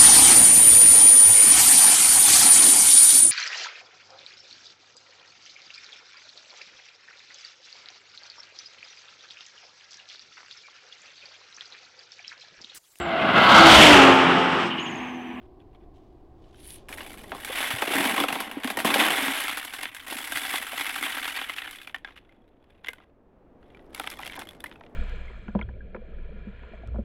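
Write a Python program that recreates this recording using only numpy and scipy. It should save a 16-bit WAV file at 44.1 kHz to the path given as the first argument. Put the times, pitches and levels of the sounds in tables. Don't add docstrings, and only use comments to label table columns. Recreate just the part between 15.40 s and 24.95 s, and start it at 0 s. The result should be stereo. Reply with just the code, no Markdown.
import sys
import numpy as np
from scipy import signal
from scipy.fft import rfft, irfft, next_fast_len
from scipy.io import wavfile
from scipy.ndimage import uniform_filter1d

SR = 44100
rng = np.random.default_rng(int(sys.argv[2]) if len(sys.argv) > 2 else 0)


def pcm_store(signal):
    levels = np.round(np.clip(np.atleast_2d(signal), -1, 1) * 32767)
    wavfile.write(sys.argv[1], SR, levels.astype(np.int16).T)


N = 421155
CONTACT_S = 0.0009


def amp(db):
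    return 10 ** (np.asarray(db) / 20)


def unit_rms(x):
    return x / np.sqrt(np.mean(x ** 2) + 1e-20)


def along(points, hz):
    f, v = np.transpose(points)
    return np.interp(np.log(hz + 1), np.log(f + 1), v)


def faders(rows):
    times, *columns = np.transpose(rows)
    return [amp(np.interp(np.arange(N) / SR, times, db, left=-120, right=-120)) for db in columns]


def resonance(hz, centre, width):
    return 1 / (1 + (2 * (hz - centre) / width) ** 2)


def minimum_phase(db):
    cepstrum = irfft(np.log(amp(db)))
    half = cepstrum.shape[-1] // 2
    cepstrum[..., 1:half] *= 2
    cepstrum[..., half + 1:] = 0
    return np.exp(rfft(cepstrum))


# frequency in Hz, side level against the mid in dB.
WIDTH = [(30, -25), (130, -34), (260, -29), (500, -25), (1200, -23), (2400, -15), (3500, -9), (5000, -4),
         (10500, -5), (13000, -1)]
# frequency in Hz, phase lag in radians.
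LEFT_LAG = [(300, 0), (1700, .07), (2400, .24), (3300, .55), (4400, 1.4), (7000, 1.3), (8700, 2.2),
            (10500, 2.6), (13000, 2.55), (15000, 2.9)]

def stereo(pair, response):
    hz = np.fft.rfftfreq(pair.shape[-1], 1 / SR)
    width = amp(along(WIDTH, hz))
    mid, side = rfft(pair) * response(hz) / np.hypot(1, width)
    left = (mid + width * side) * np.exp(-1j * along(LEFT_LAG, hz))
    return irfft(np.array([left, mid - width * side]), pair.shape[-1])


def noise(spectrum):
    white = rng.standard_normal((2, next_fast_len(N)))
    return unit_rms(stereo(white, lambda hz: amp(along(spectrum, hz)))[:, :N])


# resonance in Hz, width in Hz, boost in dB.
BUCKET = [(271.4, 95, 9.5), (778, 43, 5), (1076, 140, 4), (1610, 120, 2.5), (2136, 60, 0.5), (2860, 91, 0),
          (3037, 50, 3.5), (3430, 89, 5)]

def contacts(spectrum, t60, rebound, count, pitch_hz=None, pitch_db=0, size=6144, body=BUCKET):
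    t = np.arange(size) / SR
    since_rebound = t - rng.uniform(0.0012, 0.004, (count, 1))
    restrike = rebound * rng.random((count, 1)) * (since_rebound > 0)
    envelope = amp(-60 * t / t60) + restrike * amp(-60 * np.abs(since_rebound) / t60)
    attack = np.minimum(t / CONTACT_S, 1) ** 2
    bursts = rng.standard_normal((2, count, size)) * envelope * attack
    hz = np.fft.rfftfreq(size, 1 / SR)
    colour_db = along(spectrum, hz) + sum(db * resonance(hz, centre, width) for centre, width, db in body)
    if pitch_hz is not None:
        mode = pitch_hz[:, None]
        overtone = mode * rng.uniform(1.25, 1.7, (count, 1))
        width_hz = .09 * mode
        peaks = resonance(hz, mode, width_hz) + .5 * resonance(hz, overtone, width_hz)
        colour_db = colour_db + pitch_db * peaks
    fade_out = np.minimum((t[-1] - t) / .01, 1)
    rings = stereo(bursts, lambda hz: minimum_phase(colour_db)).swapaxes(0, 1) * fade_out
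    energy = (rings ** 2).sum(2).mean(1)
    return rings / np.sqrt(energy / (.01 * SR))[:, None, None]


def shower(rate, spread_db):
    chance = rng.random(N)
    size_db = spread_db * np.clip(rng.standard_normal(N), -2, 2)
    starts = np.flatnonzero(chance < rate / SR)
    return starts, amp(size_db[starts])


def clatter(collisions, spectrum, t60, pitch_hz, pitch_db, count=64, body=BUCKET):
    pitches = pitch_hz * np.exp(0.385 * rng.standard_normal(count))
    rings = contacts(spectrum, t60, 1.0, count, pitches, pitch_db, size=4096, body=body)
    out = np.zeros((2, N + rings.shape[-1]))
    for start, strength in zip(*collisions):
        out[:, start:start + rings.shape[-1]] += strength * rings[rng.integers(count)]
    power = uniform_filter1d(uniform_filter1d((out ** 2).mean(0), SR // 22), SR // 22)
    return (out / np.sqrt(np.abs(power) + 1e-9))[:, :N]


def pings(collisions, pitch_hz, t60, size=1024):
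    starts, strengths = collisions
    t = np.arange(size) / SR
    hz = pitch_hz * np.exp(0.22 * rng.standard_normal((len(starts), 1)))
    lag_s = np.array([2, 0])[:, None, None] / SR
    rings = strengths[:, None] * amp(-60 * t / t60) * np.sin(2 * np.pi * hz * (t - lag_s))
    samples = (starts[:, None] + np.arange(size)).ravel()
    return unit_rms(np.array([np.bincount(samples, channel.ravel(), N)[:N] for channel in rings]))


def place(track, start_s, sound):
    track[..., round(start_s * SR):][..., :sound.shape[-1]] += sound


# frequency in Hz, level in dB.
RUMBLE = [(15, -3), (25, 1), (32, -1.5), (48, -2.5), (70, -3.5), (120, -10.5), (200, -22), (500, -57)]
DRONE = [(60, -10.5), (190, -10), (290, -1), (355, 4), (420, -5.5), (530, -15), (740, -6.5), (900, -17.5),
         (1060, -14), (1300, -28.5), (2500, -36), (4800, -39), (7000, -56.5), (15800, -62.5)]
WASH = [(60, -15), (180, -3), (280, 0.5), (480, -3.5), (640, -5), (900, -12), (1300, -18), (2500, -29.5),
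        (4500, -41.5), (7000, -49.5), (15800, -52.5)]
# time in seconds, then rumble, drone and wash levels in dB.
AIR_MIX = [(0, -53, -53.5, -81), (1.9, -51.5, -58, -49), (2.6, -62, -65, -79), (6.5, -62.5, -74.5, -61),
           (7.8, -63.5, -96, -61.5), (8.5, -57, -82.5, -52.5), (9.55, -58.5, -83, -52)]

def distant_air():
    rumble, drone, wash = faders(AIR_MIX)
    return rumble * noise(RUMBLE) + drone * noise(DRONE) + wash * noise(WASH)


def garden_reverb(dry, t60, size=16384):
    t = np.arange(size) / SR
    scatter = rng.standard_normal((2, size)) * amp(-60 * t / t60) * (1 - np.exp(-t / 0.00074))
    tail = stereo(scatter, lambda hz: minimum_phase(along([(200, -21.0), (2000, 7.5), (12000, -8.5)], hz)))
    return signal.fftconvolve(dry, tail / np.linalg.norm(tail[0]), axes=1)[:, :N]


# frequency in Hz, level in dB.
CLACK = [(300, -33), (800, -19), (1400, -2.5), (2100, 0), (2700, -3), (3400, -3.5), (3700, -6), (4200, -13),
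         (5200, -19), (7000, -25), (14000, -51.5)]
TICK = [(1500, -35.5), (3500, -4.5), (5200, -9), (6900, -13), (8100, -6.5), (9400, -6), (10800, 1),
        (12800, -8.5), (15800, -14.5)]
# start in seconds, end in seconds, level in dB.
CREEP = [(0, 0.066, -71), (0.195, 0.225, -71), (0.33, 0.365, -71), (0.4, 0.45, -74), (6.655, 6.718, -59),
         (6.72, 6.748, -64), (6.758, 6.791, -53), (6.56, 6.97, -72.5), (6.97, 7.704, -79),
         (7.285, 7.417, -74), (7.436, 7.5, -57.5), (7.5, 7.646, -69), (8.224, 8.413, -73)]

def creeping_stones():
    t = np.arange(N) / SR
    creep = sum(amp(db) * (start < t) * (t < end) for start, end, db in CREEP)
    stones = clatter(shower(rate=220, spread_db=3), CLACK, t60=.028, pitch_hz=2500, pitch_db=10, count=24)
    dust = clatter(shower(rate=700, spread_db=2), TICK, t60=.03, pitch_hz=9000, pitch_db=3, count=16)
    return creep * (stones + amp(-16) * dust)


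# frequency in Hz, level in dB.
SCRAPE = [(700, -23.5), (1800, -5), (3200, 0), (4500, -2.5), (6500, -9), (10000, -17), (16000, -38.5)]
SAND = [(3000, -19), (6800, -17), (8500, 0), (9400, 9), (10700, 12), (11700, 0), (12700, -5), (15800, -11)]
# time in seconds, speed in dB against full speed.
SLIDE_SPEED = [(.53, -30), (.565, -15), (.6, -23), (.93, -35), (1.03, -17.5), (1.11, -17), (1.185, -8),
               (1.2, -5.5), (1.235, -4), (1.27, 0), (1.36, -0.5), (1.385, -6.5), (1.43, -17), (1.48, -22)]

def sliding_load():
    spill_s, spill_db, fall_db_per_s = 1.6, -56, 27
    t = np.arange(N) / SR
    speed_db = np.interp(t, *np.transpose(SLIDE_SPEED), left=-120, right=-120)
    spill = (t > spill_s) * amp(spill_db - fall_db_per_s * np.abs(t - spill_s))
    grains = shower(rate=1300, spread_db=3.5)
    wall = clatter(shower(rate=1100, spread_db=5), SCRAPE, t60=.018, pitch_hz=3200, pitch_db=3, count=24)
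    sand = clatter(grains, SAND, t60=.015, pitch_hz=10000, pitch_db=3, count=24)
    scrape = (amp(-53.5 + speed_db) + spill) * wall
    hiss = amp(-42.5 + 2.5 * speed_db) * sand
    return scrape + hiss


# resonance in Hz, width in Hz, boost in dB.
POT = [(256, 90, 4.5), (968, 200, 2.5), (2070, 89, 1), (3480, 130, 3), (4060, 250, 2.5), (5400, 130, 5)]
# frequency in Hz, level in dB.
KNOCK = [(150, -20), (330, -9.5), (460, 0.5), (750, 7), (1100, 2.5), (1400, -4), (2200, -34), (4000, -64)]
# time in seconds, level in dB.
ROLL = [(8.2, -81), (8.33, -74), (8.5, -70.5), (8.56, -44.5), (8.73, -42.5), (8.765, -50), (8.79, -43.5),
        (8.88, -41.5), (8.91, -49), (8.955, -43.5), (9.025, -41.5), (9.05, -56), (9.19, -61.5), (9.27, -59),
        (9.55, -79.5)]

def rolling_stones():
    motion, = faders(ROLL)
    stones = shower(rate=100, spread_db=4.5)
    clacks = amp(-4) * clatter(stones, CLACK, t60=.012, pitch_hz=2100, pitch_db=15, body=POT)
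    knocks = amp(-8.5) * clatter(stones, KNOCK, t60=.025, pitch_hz=900, pitch_db=16, body=POT)
    ticks = amp(-8) * clatter(stones, TICK, t60=.023, pitch_hz=8510, pitch_db=11.5)
    ticks += amp(-17.5) * pings(stones, pitch_hz=10800, t60=.034)
    scuffs = shower(rate=700, spread_db=9)
    scrape = amp(-12) * clatter(scuffs, SCRAPE, t60=.013, pitch_hz=4503, pitch_db=4.5, count=24, body=POT)
    return motion * (clacks + knocks + ticks + scrape)


# multiple of its pitch, level in dB.
THUD = [(.15, -32), (.55, -13.5), (1, -1.5), (1.5, -8), (3, -21.5), (7, -65.5)]
# start in seconds, level in dB, pitch in Hz.
BUMPS = [(1.924, -36, 790), (2.097, -33.5, 520), (2.332, -34.5, 117), (2.421, -23.5, 626),
         (2.475, -31, 453), (2.505, -31, 384), (2.553, -26.5, 280), (2.574, -25.5, 288), (2.6, -29, 240),
         (2.653, -26.5, 240), (2.711, -37, 235), (2.811, -26, 293), (2.927, -34, 244), (3.169, -29, 247),
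         (3.246, -25, 250), (3.373, -30, 204), (3.448, -24.5, 242), (3.497, -32, 260), (3.558, -21, 606),
         (3.613, -31, 280), (3.823, -29.5, 273), (3.882, -29.5, 278), (4.722, -34.5, 706), (4.947, -48, 90),
         (4.753, -40.5, 278), (5.331, -35.5, 704), (5.607, -42, 306), (5.642, -42.5, 296),
         (7.485, -44, 468), (8.598, -41, 397), (8.792, -37.5, 880), (8.974, -37, 840), (8.981, -42, 357)]

def plastic_bumps():
    out = np.zeros((2, N + SR))
    for start, db, hz in BUMPS:
        thud = [(hz * multiple, level) for multiple, level in THUD]
        ring, = contacts(thud, t60=.055, rebound=.3, count=1, pitch_hz=np.array([hz]), pitch_db=4)
        place(out, start, amp(db) * ring)
    return out[:, :N]


def crowding():
    flow, = faders(FLOW)
    return (flow / flow.max()) ** .35


# time in seconds, share of the bottom covered from 0 to 1.
HEAP_COVER = [(2.4, 0.15), (3.5, 0.43), (4.3, 0.88), (5.2, 0.97)]

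def covered(times):
    return np.clip(np.interp(times, *np.transpose(HEAP_COVER)), 0, 1)


def stirred_neighbours():
    settle_db_per_s = 450
    decay = amp(-settle_db_per_s * np.arange(SR // 4) / SR)
    clack_gain, tick_gain = np.zeros((2, N + SR))
    for start, db, _, _, tick_db in PEBBLES:
        place(clack_gain, start, amp(db - 22) * decay)
        place(tick_gain, start, amp(db + tick_db - 4.5) * decay)
    stones = shower(rate=400, spread_db=5)
    clacks = clack_gain[:N] * clatter(stones, CLACK, t60=.02, pitch_hz=2300, pitch_db=15, count=32)
    ticks = tick_gain[:N] * clatter(stones, TICK, t60=.14, pitch_hz=9400, pitch_db=-0.5, count=32)
    return (clacks + ticks) * amp(-19 + 30 * np.sqrt(crowding()))


def clinks(pitch_hz, t60, size=6144):
    t = np.arange(size) / SR
    lag = along(LEFT_LAG, pitch_hz)[:, None, None] * np.array([[1], [0]])
    tones = np.sin(2 * np.pi * pitch_hz[:, None, None] * t - lag)
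    return tones * amp(-60 * t / t60) * np.minimum(t / CONTACT_S, 1)


# frequency in Hz, level in dB.
DRUM = [(50, -30.5), (110, -21), (160, -10), (215, -1.5), (300, 0.5), (380, -3.5), (520, -18), (1000, -44)]
HEAP = [(200, -47), (400, -12.5), (550, -7), (740, 3.5), (1100, 0.5), (1400, 3.5), (2200, -26.5),
        (4000, -66)]
BOOM = [(80, -37.5), (170, -20.5), (235, -10.5), (295, -2), (350, -7.5), (450, -11), (1000, -49)]
# start in seconds, level in dB, clack pitch in Hz, knock trim in dB,
# tick trim in dB.
PEBBLES = [(0.015, -54, 2500, -17, -35), (0.202, -49, 3430, -15, -27), (0.347, -48, 3220, -8, -30),
           (1.04, -51, 2980, -22, -38), (1.144, -43, 3100, -24, -23), (1.3047, -44, 2910, -25, 7.5),
           (1.4852, -31.5, 1810, -18, -10), (1.5262, -24, 2260, -24, -15), (1.583, -26, 2040, -25, -20),
           (1.6052, -24.5, 2900, -12, -26), (1.625, -32.5, 2020, -15, -36), (1.839, -35, 1900, -10, -15),
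           (1.9181, -19, 1380, -9.5, -34), (1.948, -34.5, 1000, 2.5, -5), (1.98, -38, 1220, -2, -14),
           (2.0005, -36.5, 1740, -20, -8), (2.0474, -23, 2230, -15.5, -6), (2.203, -17.5, 2080, -11.5, -30),
           (2.237, -20.5, 2350, -14, -22), (2.3048, -13.5, 2200, -19, -17), (2.42, -12, 1980, -15, -17.5),
           (2.4742, -15, 2860, -16, -23), (2.652, -13, 1590, -14, -20), (2.779, -13.5, 1490, -7, -21),
           (2.8005, -12, 3440, -9.5, -19), (2.836, -11.5, 1330, -7, -21), (2.884, -12, 2790, -15, -19),
           (2.902, -19, 1420, -8, -27), (2.9259, -15, 2080, -11, -14), (2.954, -17.5, 1090, -7, -22),
           (3.0027, -17, 2060, -10.5, -11.5), (3.1129, -23, 2910, -12, -14.5), (3.234, -20, 2850, -21, -20),
           (3.244, -15, 2940, -14.5, -16.5), (3.274, -16.5, 3540, -12, -16),
           (3.3012, -15.5, 1600, -10.5, -14.5), (3.371, -15, 1867, -9, -11), (3.388, -15, 2790, -11, -20),
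           (3.401, -17.5, 1860, -10, -14), (3.4467, -12.5, 1890, -4, -13), (3.5024, -14, 1220, -10, -24),
           (3.541, -9.5, 3510, -16, -18), (3.5994, -8, 2920, -30, -27), (3.6115, -15.5, 1980, -4, -26),
           (3.6227, -19, 1490, -4, -24), (3.6746, -18, 3000, -9, -32), (3.8808, -17, 3400, -8, -28),
           (3.9495, -28, 2260, -14, -25), (4.002, -26.5, 3380, -24, -5), (4.0811, -16.5, 2010, -26, -22),
           (4.0935, -16.5, 2040, -15, -31), (4.1715, -20, 1100, -10, -11.5), (4.212, -25.5, 1790, -18, -28),
           (4.2488, -27.5, 2100, -9.5, -5.5), (4.3359, -22.5, 2040, -13.5, -10),
           (4.362, -30, 1960, -18, -17), (4.4307, -18.5, 1720, -15.5, -16), (4.4548, -15.5, 1790, -19, -37),
           (4.547, -26.5, 1650, -18, -6.5), (4.565, -26, 2100, -33, -26), (4.6, -26.5, 3230, -36, -20),
           (4.6806, -28.5, 1920, -8.5, -6.5), (4.804, -25, 3270, -14, -23), (4.841, -25.5, 2130, -23, -14),
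           (4.9205, -17.5, 1600, -13, -12), (4.9564, -16.5, 2000, -19, -19),
           (4.9709, -17.5, 1670, -17, -14.5), (5.049, -19.5, 2100, -13.5, -37),
           (5.1379, -19, 2040, -5, -16), (5.157, -16, 1640, -22, -19), (5.377, -15.5, 2010, -19, -16.5),
           (5.396, -20.5, 2200, -11, -16), (5.4092, -16, 1970, -12.5, -22),
           (5.465, -15.5, 2130, -24, -20.5), (5.494, -20.5, 2173, -15, -38),
           (5.559, -23.5, 2000, -9.5, -15), (5.626, -16.5, 2160, -14, -16.5), (5.6347, -17, 2080, -21, -25),
           (5.663, -20, 1810, -10.5, -21), (5.699, -23, 2370, -25, -26), (5.7709, -25, 1320, -7, -32),
           (5.853, -17, 1700, -18, -22), (5.877, -23, 3340, -8.5, -15), (5.9695, -19.5, 1940, -18, -24.5),
           (5.988, -19.5, 1600, -14, -33), (6.014, -19.5, 1860, -11.5, -28), (6.095, -17, 2060, -15.5, -22),
           (6.163, -23.5, 1887, -21, -15), (6.1819, -15, 2780, -41, -29.5), (6.2189, -21, 1890, -22, -30),
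           (6.2475, -32, 2940, -27, -29), (6.257, -27, 3230, -15, -28), (6.2747, -25, 1800, -12.5, -27),
           (6.31, -36, 3000, -27, 1), (6.33, -37, 1560, -15, -16), (6.3576, -30, 3400, -35, -13),
           (6.385, -28, 3350, -29, -23), (6.415, -29, 2500, -33, -17), (6.431, -37, 3570, -24, -11),
           (6.446, -35.5, 2980, -27, -25), (6.4726, -23, 2360, -21, -21.5), (6.495, -32.5, 2580, -17, -24),
           (6.5443, -14, 1800, -21.5, -32), (6.5604, -28, 2290, -16, -22), (6.583, -43, 3140, -18, -10),
           (6.6463, -20, 1650, -20, -49), (6.674, -33, 1580, -16, -41), (6.684, -39, 1400, -7, -29),
           (6.706, -39.5, 2100, -13, -34), (6.7626, -39, 1500, -16, -19), (6.7742, -35, 2920, -25, -23),
           (6.812, -54, 2700, -20, -25), (6.8483, -52, 1400, -14, -30), (6.8917, -45, 2080, -27, -27),
           (6.9232, -46.5, 2550, -19, -27), (6.965, -59, 3390, -19, -21.5), (7.018, -59.5, 3280, -18, -18),
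           (7.078, -57.5, 3850, -18.5, -17), (7.089, -58, 3850, -20, -18), (7.226, -56.5, 3400, -21, -22.5),
           (7.241, -51, 3290, -21, -21), (7.303, -49.5, 2390, -19, -16.5), (7.445, -24.5, 2020, -20.5, -40),
           (7.461, -32, 2030, -23, -19), (7.469, -21, 2010, -28, -27), (7.4838, -15, 2080, -42, -21),
           (7.4875, -17.5, 2210, -25, -23), (7.532, -28.5, 1500, -19, -13), (7.582, -41, 2100, -14, -38),
           (7.6014, -47.5, 1200, -5, -35), (7.622, -51, 1980, -10, -33), (7.6384, -53, 1635, -10, -34),
           (8.228, -49.5, 1893, -11, -36.5), (8.302, -47, 2080, -15, -35), (8.347, -38.5, 2370, -21, -38.5),
           (8.371, -43.5, 1920, -19, -29.5), (8.393, -45.5, 1950, -17, -39), (8.5469, -25.5, 2160, -20, -3),
           (8.5971, -17.5, 980, -8.5, -8), (8.61, -34, 1310, -7, -15), (8.6407, -26, 1190, -14, -23),
           (8.673, -15, 1990, -17.5, -20), (8.701, -29, 2100, -23, 0), (8.713, -30, 2700, -28, -8),
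           (8.721, -30, 2420, -31, -16), (8.7365, -30, 2300, -22, -21), (8.815, -34, 2020, -20, -14),
           (8.832, -22.5, 2030, -27, -25), (8.848, -34, 2700, -24, -8), (8.865, -23, 2050, -32, -15),
           (8.875, -26, 2760, -30, -10), (8.897, -26, 2280, -29, -27), (8.922, -29, 3130, -25, -22),
           (8.9324, -28.5, 2080, -23, -25), (8.9405, -30, 2100, -16, -21), (8.9922, -32, 1500, -15, 0),
           (9.006, -36, 3400, -22, -10), (9.0181, -23.5, 1300, -12, -25), (9.071, -31, 3340, -31, -16),
           (9.0887, -29.5, 3400, -34, -10), (9.109, -38, 2970, -14, -10), (9.1322, -43, 2150, -12, -12),
           (9.2038, -32.5, 3580, -28, -9), (9.2402, -21.5, 1780, -14, -11.5),
           (9.259, -25.5, 2050, -22, -28), (9.266, -33, 2400, -25, -14), (9.313, -32.5, 1970, -17, -32),
           (9.324, -37, 2200, -13, -32), (9.357, -39.5, 2620, -8, -34), (9.409, -35.5, 1910, -7, -50),
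           (9.436, -40.5, 2400, -12, -44), (9.4633, -40.5, 1960, -23, -41)]

def big_pebbles():
    lift_s = 8
    hop_db, crowd_boost_db = -13, 1.5
    count = len(PEBBLES)
    times, _, pitches, *_ = np.transpose(PEBBLES)
    crowd = crowding()[np.round(times * SR).astype(int)]
    rocking = (.25 + .8 * crowd)[:, None]
    on_heap = (covered(times) > .5)[:, None, None]
    in_pot = (times > lift_s)[:, None, None]
    bucket_clacks = contacts(CLACK, .013, rocking, count, pitches, pitch_db=12)
    pot_clacks = contacts(CLACK, .01, rocking, count, pitches, pitch_db=11, body=POT)
    clacks = amp(-15.5) * np.where(in_pot, pot_clacks, bucket_clacks)
    clacks += amp(-16.5) * clinks(pitches, t60=.044)
    ticks = amp(-7.5) * contacts(TICK, t60=.006, rebound=.4, count=count)
    heap_knocks = contacts(HEAP, t60=.028, rebound=.14, count=count)
    bare_knocks = contacts(KNOCK, t60=.05, rebound=.44, count=count)
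    pot_knocks = contacts(HEAP, t60=.02, rebound=.2, count=count, body=POT)
    knocks = amp(-5.5) * np.where(in_pot, pot_knocks, np.where(on_heap, heap_knocks, bare_knocks))
    heap_booms = amp(-17) * contacts(BOOM, t60=.0068, rebound=.26, count=count)
    bare_drums = amp(-13) * contacts(DRUM, t60=.11, rebound=.3, count=count)
    drums = np.where(on_heap, heap_booms, bare_drums)
    out = np.zeros((2, N + SR))
    for k, (start, db, _, knock_db, tick_db) in enumerate(PEBBLES):
        ring = clacks[k] + amp(knock_db) * (knocks[k] + drums[k]) + amp(tick_db) * ticks[k]
        place(out, start, amp(db) * ring)
        hop = crowd[k] * (clacks[k - 1] + amp(knock_db) * knocks[k - 1])
        place(out, start + rng.uniform(.007, .02), amp(db + hop_db) * hop)
    return out[:, :N] * amp(crowd_boost_db * crowding())


# time in seconds, level in dB.
FLOW = [(1.49, -47), (1.64, -48), (1.74, -49), (1.88, -56), (2.03, -44), (2.19, -29), (2.46, -36),
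        (2.55, -25.5), (2.75, -29), (2.83, -33), (2.87, -40.5), (3.03, -37.5), (3.12, -45.5), (3.44, -42),
        (3.47, -25.5), (3.53, -29.5), (3.6, -23.5), (3.83, -28), (4.09, -32.5), (4.3, -43), (4.43, -37.5),
        (4.51, -49.5), (4.65, -48), (4.71, -36.5), (4.87, -39), (5.14, -32), (5.27, -38.5), (5.42, -36),
        (5.65, -33.5), (5.97, -35), (6.13, -41.5), (6.3, -43.5), (6.56, -66.5)]
# time in seconds, drum trim in dB.
AIM = [(1.6, -1.5), (2.2, -16.5), (2.55, -5), (3.2, 3.5), (3.6, -0.5), (4.1, -9.5), (4.7, -1), (6.3, -7)]
# time in seconds, tick trim in dB.
CHIPS = [(1.5, 4), (1.9, 4), (2.06, 0), (2.4, -0.5), (2.62, 0), (3.17, -5.5), (3.5, -2), (3.85, -0.5),
         (4.2, 0), (4.58, -3), (4.73, 4), (5.2, 1.5), (5.9, -2), (6.3, -5.5)]
# time in seconds, stones landing per second.
LANDINGS = [(1.5, 320), (1.9, 280), (2.2, 900), (3.9, 1100), (4.25, 450), (4.5, 350), (5.1, 600),
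            (5.9, 520), (6.15, 300), (6.5, 130)]

def pour():
    t = np.arange(N) / SR
    flow, = faders(FLOW)
    aim = amp(np.interp(t, *np.transpose(AIM)))
    chip_gain = amp(np.interp(t, *np.transpose(CHIPS)))
    bare, heaped = np.sqrt(1 - covered(t)), np.sqrt(covered(t))
    crowd = crowding()
    stones = shower(rate=np.interp(t, *np.transpose(LANDINGS)), spread_db=5.3)
    chips = shower(rate=600 * crowd, spread_db=6.5)
    heavy = shower(rate=150 * crowd, spread_db=6)
    ticks = amp(-8) * clatter(chips, TICK, t60=.025, pitch_hz=10000, pitch_db=8)
    clacks = clatter(stones, CLACK, t60=.018, pitch_hz=2000, pitch_db=14)
    ticks += amp(-4.5) * clatter(stones, TICK, t60=.028, pitch_hz=9100, pitch_db=10)
    ticks += amp(-13.5) * pings(shower(rate=150, spread_db=0), pitch_hz=10160, t60=.082)
    knocks = amp(-1.5) * bare * clatter(stones, KNOCK, t60=.02, pitch_hz=617, pitch_db=12.5)
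    knocks += amp(-9) * heaped * clatter(stones, HEAP, t60=.036, pitch_hz=1027, pitch_db=14.5)
    drums = amp(-5) * bare * clatter(heavy, DRUM, t60=.085, pitch_hz=285, pitch_db=9.5, count=32)
    drums += amp(-15.5) * heaped * clatter(heavy, BOOM, t60=.077, pitch_hz=290, pitch_db=0.5, count=32)
    return flow * (clacks + np.sqrt(aim) * knocks + chip_gain * ticks + aim * drums)


def scene():
    stones = pour() + big_pebbles() + stirred_neighbours() + plastic_bumps()
    stones += rolling_stones() + sliding_load() + creeping_stones()
    return stones + amp(-25) * garden_reverb(stones, t60=.15) + distant_air()


def record(dry):
    top_hz, slope_hz = 16200, 300
    size = next_fast_len(N + SR // 2)
    passband = np.clip((top_hz - np.fft.rfftfreq(size, 1 / SR)) / slope_hz, 0, 1)
    return irfft(rfft(dry, size) * passband, size)[:, :N]


dry = scene()
out = record(dry)
pcm_store(out)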